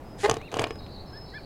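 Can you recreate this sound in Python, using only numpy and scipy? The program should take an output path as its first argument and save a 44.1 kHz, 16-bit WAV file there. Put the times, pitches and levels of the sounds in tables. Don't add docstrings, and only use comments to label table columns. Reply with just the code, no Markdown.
import sys
import numpy as np
from scipy import signal
from scipy.fft import rfft, irfft
from scipy.io import wavfile
from scipy.ndimage import uniform_filter1d

SR = 44100
rng = np.random.default_rng(int(sys.argv[2]) if len(sys.argv) > 2 else 0)


def natural_amplitude(level_db):
    exponent = np.asarray(level_db, float) / 20
    return 10 ** exponent


def unload_wav(signal):
    wavfile.write(
        sys.argv[1],
        SR,
        np.round(np.clip(np.atleast_2d(signal).T, -1, 1) * 32767).astype(np.int16),
    )


N = 63945
T = np.arange(N) / SR

VOICE_TOP_HZ, SLAP_TOP_HZ = 3000, 4740
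# (time [s], thump [dB], slap [dB], spray [dB], ring of the lowest pipe resonance [dB])
FLAP_HITS = [(0.2815, -41, -40, -44, -38), (0.2962, -8, -24, -19.5, -18.5),
             (.3120, -11.5, -25.5, -25.5, -19), (0.3407, -23, -36, -35.5, -24.5),
             (0.3682, -19.5, -40, -42, -21), (.414, -33, -45, -55.5, -37), (0.5161, -32, -43, -42, -47),
             (.5410, -14.5, -31, -34, -26), (0.5702, -20, -34, -36, -24), (0.588, -30, -30.5, -49, -24),
             (0.5934, -10, -30, -26.5, -17.5), (.600, -26, -48, -45, -21), (0.6186, -22, -35, -36.5, -21),
             (.6400, -15, -24, -39, -31), (0.6694, -25, -39.5, -45, -30), (.7070, -21.5, -36, -47, -22.5),
             (0.756, -36, -44, -57, -34.5), (0.807, -38.5, -55, -78, -38.5),
             (0.864, -36.5, -46.5, -73, -55), (1.302, -57, -67, -58, -60)]
# (frequency [Hz], width [Hz], level [dB])
MOUTH_TONES = [(1806, 260, 6.5), (2470, 180, 9.5), (2860, 260, 7), (3120, 130, -2), (2450, 2100, 0)]


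def unit(x):
    return x / np.sqrt(np.mean(x ** 2) + 1e-30)


def curve(rows, col, outside):
    rows = np.array(rows, float)
    return np.interp(T, rows[:, 0], rows[:, col], outside, outside)


def cut(x, hz, kind):
    return signal.sosfilt(signal.butter(2, hz, kind, fs=SR, output="sos"), x)


def ring(x, table):
    out = 0
    for hz, width, db in table:
        turn = 2 * np.pi * hz / SR
        r = np.exp(-np.pi * width / SR)
        tone = signal.lfilter([1], [1, -2 * r * np.cos(turn), r * r], x)
        out = out + natural_amplitude(db) * np.sin(turn) * tone
    return out


def band(x, table):
    return sum(natural_amplitude(db) * signal.lfilter(*signal.iirpeak(hz, hz / width, SR), x) for hz, width, db in table)


def coloured(points):
    f = np.maximum(np.fft.rfftfreq(N, 1 / SR), 1)
    hz, db = np.array(points, float).T
    gain = natural_amplitude(np.interp(np.log(f), np.log(hz), db))
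    return unit(irfft(rfft(rng.standard_normal(N)) * gain, N))


def walk(rate):
    k = int(SR / rate)
    steps = np.repeat(rng.standard_normal(N // k + 1), k)
    return unit(uniform_filter1d(uniform_filter1d(steps, k), k)[:N])


def clicks(times, sizes):
    x, at = np.zeros(N + 1), np.asarray(times) * SR
    np.add.at(x, at.astype(int), sizes * (1 - at % 1))
    np.add.at(x, at.astype(int) + 1, sizes * (at % 1))
    return x[:N]


def soften(x):
    window = signal.windows.hann(15)
    return np.convolve(x, window / window.sum(), "same")


def fade(x, seconds):
    return signal.lfilter([1], [1, -np.exp(-1 / (seconds * SR))], x)


def echo(x, t60):
    t = T[:int(SR * .8)]
    h = rng.standard_normal(len(t)) * np.exp(-np.log(1000) * t / t60)
    return signal.fftconvolve(x, h / np.sqrt(np.sum(h ** 2)))[:N]


def air():
    # (frequency [Hz], level [dB])
    air_colour = [(20, 1), (90, 2.5), (350, -5), (800, -9), (1400, -20.5), (3000, -30), (6000, -38.5),
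                  (16000, -43)]
    x = coloured(air_colour)
    bass = signal.sosfiltfilt(signal.butter(2, 300, fs=SR, output="sos"), x)
    return natural_amplitude(-43) * (bass * natural_amplitude(1.34 * walk(8.1)) + (x - bass) * natural_amplitude(0.61 * walk(8.0)))


def songbirds(song, wobble_hz, rate, t60, direct_db, trill_depth_hz):
    out = 0
    for start, length, hz, glide_hz, db in song:
        x = np.clip((T - start) / length, 0, 1)
        trill_hz = 250 * (1 + 0.0596 * walk(60))
        trill = np.sin(2 * np.pi * np.cumsum(trill_hz) / SR)
        pitch = hz + glide_hz * (x - .5) + wobble_hz * walk(rate) + trill_depth_hz * trill
        flutter = natural_amplitude(db + 2.5 * walk(60.2))
        edges = np.clip(np.minimum(x, 1 - x) * length / 0.006, 0, 1)
        out = out + flutter * edges * np.sin(2 * np.pi * np.cumsum(pitch) / SR)
    return np.sqrt(2) * (echo(out, t60) + natural_amplitude(direct_db) * out)


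def whistles():
    # (start [s], length [s], pitch [Hz], glide [Hz], level [dB])
    whistle_notes = [
        (.045, 0.2, 5070, 5, -65.5),
        (.635, 0.056, 5080, -5.5, -57.5),
        (.70, 0.1, 5070, -8.5, -60),
        (.80, 0.14, 5065, -4, -70.5),
        (1.06, 0.059, 5200, -25, -61.5),
        (1.125, 0.085, 5173, -14.5, -55),
        (1.21, 0.063, 5170, -5.5, -62),
        (1.29, 0.08, 5150, -10, -62.5),
    ]
    return songbirds(whistle_notes, wobble_hz=28, rate=90, t60=0.33, direct_db=-1.5, trill_depth_hz=0)


def warbles():
    # (start [s], length [s], pitch [Hz], glide [Hz], level [dB])
    warble_notes = [
        (.35, 0.167, 3900, -45.5, -57.5),
        (.68, 0.023, 4230, -6, -63),
        (.78, 0.067, 4095, -19.5, -53.5),
        (.875, 0.14, 4230, 20, -51),
        (1.04, 0.19, 4230, -5.5, -63.5),
        (1.25, 0.045, 4235, 22, -50),
        (1.29, 0.22, 4360, 60, -54),
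    ]
    return songbirds(warble_notes, wobble_hz=45, rate=120, t60=0.49, direct_db=-7.5, trill_depth_hz=283)


def hiss():
    # (time [s], level [dB])
    breath = [
        (.178, -61),
        (.192, -48),
        (.21, -43.5),
        (.228, -42),
        (.25, -37),
        (.264, -37),
        (.272, -50),
        (.285, -70),
    ]
    # (frequency [Hz], level [dB])
    nostril_colour = [(880, -41), (1500, -1.5), (2450, -5.5), (3540, -5.5), (7080, -7), (10800, -13),
                      (15000, -33)]
    level = curve(breath, 1, -120) + 1.5 * walk(700)
    return cut(natural_amplitude(level) * coloured([(600, -40)] + list(nostril_colour)), 11100, "low")


def peep(rows, octave_db):
    phase = 2 * np.pi * np.cumsum(curve(rows, 1, rows[0][1])) / SR
    size = uniform_filter1d(natural_amplitude(curve(rows, 2, -120)), size=150) * np.sqrt(2)
    return size * (np.sin(phase) + natural_amplitude(octave_db) * np.sin(2 * phase))


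def squeak():
    # (time [s], pitch [Hz], level [dB])
    squeak_line = [
        (.184, 2760, -66),
        (.189, 3230, -67),
        (.198, 3700, -62),
        (.201, 3900, -68),
    ]
    return peep(squeak_line, -43)


def grunt():
    # (time [s], pitch [Hz], level [dB], strong-weak alternation [dB])
    voice_line = [
        (.2295, 394, -45, -18),
        (.2335, 391.4, -27.5, 1),
        (.249, 413.4, -18.5, -17),
        (.256, 408, -24.5, 7),
        (.2615, 428, -15, -4),
        (.266, 446, -38, 3),
        (.270, 420, -48, -3),
    ]
    # (frequency [Hz], width [Hz], level [dB])
    throat = [(423, 91, 6), (815, 99, -6), (1696, 170, -14.5), (1870, 160, -21.5)]
    # (frequency [Hz], width [Hz], level [dB])
    half_throat = [(618, 120, -10.5), (1050, 134, -14.5), (1900, 130, -41)]
    # (frequency [Hz], width [Hz], level [dB])
    palate = [(1630, 160, -5), (1840, 96, 3), (2450, 130, -10), (3300, 170, -8.5), (3900, 410, -5)]
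    phase = np.cumsum(curve(voice_line, 1, 0)) / SR
    k = np.arange(1, int(phase[-1]))
    jitter, shimmer, scatter = rng.standard_normal((40, 3))[:len(k)].T
    live = T >= voice_line[0][0]
    at = np.interp(k + 0.008 * jitter, phase[live] + 1e-9 * T[live], T[live])
    i = (at * SR).astype(int)
    db = curve(voice_line, 2, -99)[i] + 1.5 * shimmer
    even = ring(clicks(at, natural_amplitude(db + 20.5)), throat)
    alternate_db = db + 23.5 + curve(voice_line, 3, 0)[i]
    uneven = ring(clicks(at, (-1.) ** k * natural_amplitude(alternate_db)), half_throat)
    voice = -np.diff(even + uneven, prepend=0)
    puffs = fade(clicks(at, natural_amplitude(db + 11 + 3.5 * scatter)), 0.00094) * rng.standard_normal(N)
    return cut(cut(voice, VOICE_TOP_HZ, "low") + band(puffs, palate), VOICE_TOP_HZ, "low")


def flow():
    # (time [s], level [dB])
    snort_flows = [
        [(.262, -51), (.275, -37), (.31, -39), (.33, -39), (.35, -43), (.39, -51)],
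        [(.52, -44.5), (.55, -39.5), (.585, -41), (.61, -34), (.635, -36.5), (.655, -48), (.69, -51),
         (.73, -54)],
    ]
    rush = sum(natural_amplitude(curve(rows, 1, -120)) for rows in snort_flows)
    rush = uniform_filter1d(rush, size=200) * natural_amplitude(2.5 * walk(122.1))
    pipe_bands = [(480, 120, -0.5), (700, 124, 1.5), (844, 40, -6), (1085, 79, -16.5)]
    pipe = unit(band(rng.standard_normal(N), pipe_bands))
    chest = unit(band(rng.standard_normal(N), [(120, 24, 0)]))
    fizz = unit(cut(band(rng.standard_normal(N), MOUTH_TONES), SLAP_TOP_HZ, "low"))
    return rush * (pipe + natural_amplitude(-11) * fizz) + natural_amplitude(-5.5) * uniform_filter1d(rush, size=600) * chest


def squeezes():
    # (start [s], length [s], start pitch [Hz], end pitch [Hz], level [dB])
    squeeze_tones = [
        (.270, 0.03, 463, 710, -34.5),
        (.574, 0.0168, 480, 776, -36.5),
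        (.604, 0.011, 554, 735, -31.5),
        (0.622, 0.016, 508, 773, -33),
        (.652, 0.01, 520, 700, -43),
    ]
    out = 0
    for start, length, low_hz, high_hz, db in squeeze_tones:
        x = np.clip((T - start) / length, 0, 1)
        swell = np.sqrt(np.sin(np.pi * x) + 1e-12) * (x < 1)
        cycles = length * x * (low_hz + (high_hz - low_hz) * x / 2)
        out = out + natural_amplitude(db) * swell * np.sin(2 * np.pi * cycles)
    return out * np.sqrt(2) * natural_amplitude(3 * walk(200))


def windpipe():
    # (time [s], level [dB])
    closing_hits = [(0.291, -14), (.315, -12.5), (0.3384, -21), (0.36, -42), (.530, -24.5), (.5678, -14),
                    (0.598, -36), (0.616, -15), (0.635, -20), (0.641, -22), (.667, -20)]
    # (frequency [Hz], width [Hz], level [dB])
    pipe_tones = [(743, 197, -2.5), (1073, 136, -10), (805, 2700, -19)]
    # (frequency [Hz], width [Hz], level [dB])
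    lowest_pipe = [(441, 59, 0)]
    # (frequency [Hz], width [Hz], level [dB])
    chest_tone = [(123.8, 21.7, -17)]
    # (time [s], frequency [Hz], width [Hz], level [dB])
    mouth_pockets = [(.2965, 1840, 130, -15.5), (.2965, 2420, 150, -22), (.3125, 2590, 100, -28.5),
                     (.5415, 2940, 170, -29), (0.5417, 2380, 150, -29), (0.5881, 2930, 250, -26),
                     (.594, 2330, 130, -25), (.594, 1040, 150, -30), (.646, 970, 250, -20.5),
                     (.594, 3370, 130, -23), (.6405, 2385, 110, -21.5), (0.6401, 2940, 260, -19),
                     (.646, 2420, 120, -37), (.619, 8800, 500, -28), (0.7066, 2270, 200, -32),
                     (.671, 3000, 200, -35)]
    at, thump_db, _, _, low_db = np.array(FLAP_HITS, float).T
    knocks = clicks(at, natural_amplitude(thump_db))
    out = ring(soften(knocks), pipe_tones)
    out = out + cut(ring(clicks(at, natural_amplitude(low_db)), lowest_pipe), VOICE_TOP_HZ, "low")
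    for s, hz, width, db in mouth_pockets:
        out = out + cut(ring(clicks([s], natural_amplitude(db)), [(hz, width, 0)]), 1.19 * hz, "low")
    shut_at, shut_db = np.array(closing_hits, float).T
    push = soften(soften(clicks(shut_at, -natural_amplitude(shut_db))))
    out = out + ring(push, pipe_tones) + natural_amplitude(-4) * ring(push, lowest_pipe)
    return cut(out, 275, "high") + ring(knocks, chest_tone)


def wet_burst(db, seconds, table, top_hz):
    at, thump_db = np.array(FLAP_HITS, float).T[:2]
    rise_s = 0.00017
    hit = clicks(at + 0.00023, natural_amplitude(db))
    gate = fade(fade(hit, seconds), rise_s) / (rise_s * SR) * 1.16
    tick_db = db + 11.5 + 0.37 * (thump_db - thump_db.max())
    tick = clicks(at + 0.000447, -natural_amplitude(tick_db))
    noise = rng.standard_normal(N)
    burst = cut(cut(band(gate * noise + tick, table), top_hz, "low"), 12200, "low")
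    return burst / np.std(band(noise, table)) * 1.107


def slaps_and_spray():
    # (frequency [Hz], width [Hz], level [dB])
    bill_tones = [(5060, 630, 13), (6200, 660, 14.5), (7230, 1700, 8.5), (8730, 330, 14.5),
                  (7000, 5900, -32), (12900, 2100, -8)]
    _, _, slap_db, spray_db, _ = np.array(FLAP_HITS, float).T
    slap = wet_burst(slap_db, 0.0033, MOUTH_TONES, SLAP_TOP_HZ)
    return slap + wet_burst(spray_db, 0.002, bill_tones, 9500)


def cygnets():
    # (time [s], pitch [Hz], level [dB])
    first_peep = [
        (0.395, 1846, -60),
        (0.405, 2035, -53.5),
        (0.435, 2605, -50.5),
        (0.465, 2828, -56),
        (0.477, 2670, -49.5),
        (0.489, 2040, -55),
        (0.497, 1760, -59),
    ]
    # (time [s], pitch [Hz], level [dB])
    second_peep = [
        (1.128, 1501, -55),
        (1.138, 1617, -52.5),
        (1.166, 1750, -52.5),
        (1.184, 1810, -56),
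        (1.192, 1560, -56),
        (1.198, 1568, -66),
    ]
    # (time [s], pitch [Hz], level [dB])
    third_peep = [
        (1.318, 1950, -66),
        (1.326, 1860, -54),
        (1.368, 2356, -57),
        (1.388, 2430, -52.5),
        (1.4, 2300, -59),
        (1.412, 1893, -65),
        (1.415, 1859, -75),
    ]
    # (time [s], pitch [Hz], level [dB])
    fourth_peep = [
        (1.335, 1656, -70),
        (1.34, 1600, -44.5),
        (1.357, 1740, -41.5),
        (1.375, 1736, -41),
        (1.384, 1480, -47.5),
        (1.39, 1554, -70),
    ]
    octaves = (-43, -16, -40, -15, -43)
    peeps = (first_peep, second_peep, third_peep, fourth_peep)
    return sum(peep(rows, octave_db) for rows, octave_db in zip(peeps, octaves))


def scene():
    far = air() + whistles() + warbles()
    swan = hiss() + squeak() + grunt() + flow() + squeezes() + windpipe() + slaps_and_spray()
    near = swan + cygnets()
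    scatter = natural_amplitude(-12.5) * cut(echo(near, 0.21), 3770, "low")
    return (near + scatter + far)[None, :]


def low_pass(x):
    return signal.sosfilt(signal.butter(12, 16210, fs=SR, output="sos"), x)


def record(dry):
    mix = signal.sosfilt(signal.ellip(8, .2, 70, 16150, fs=SR, output="sos"), dry)
    return low_pass(mix)


dry = scene()
out = record(dry)
unload_wav(out)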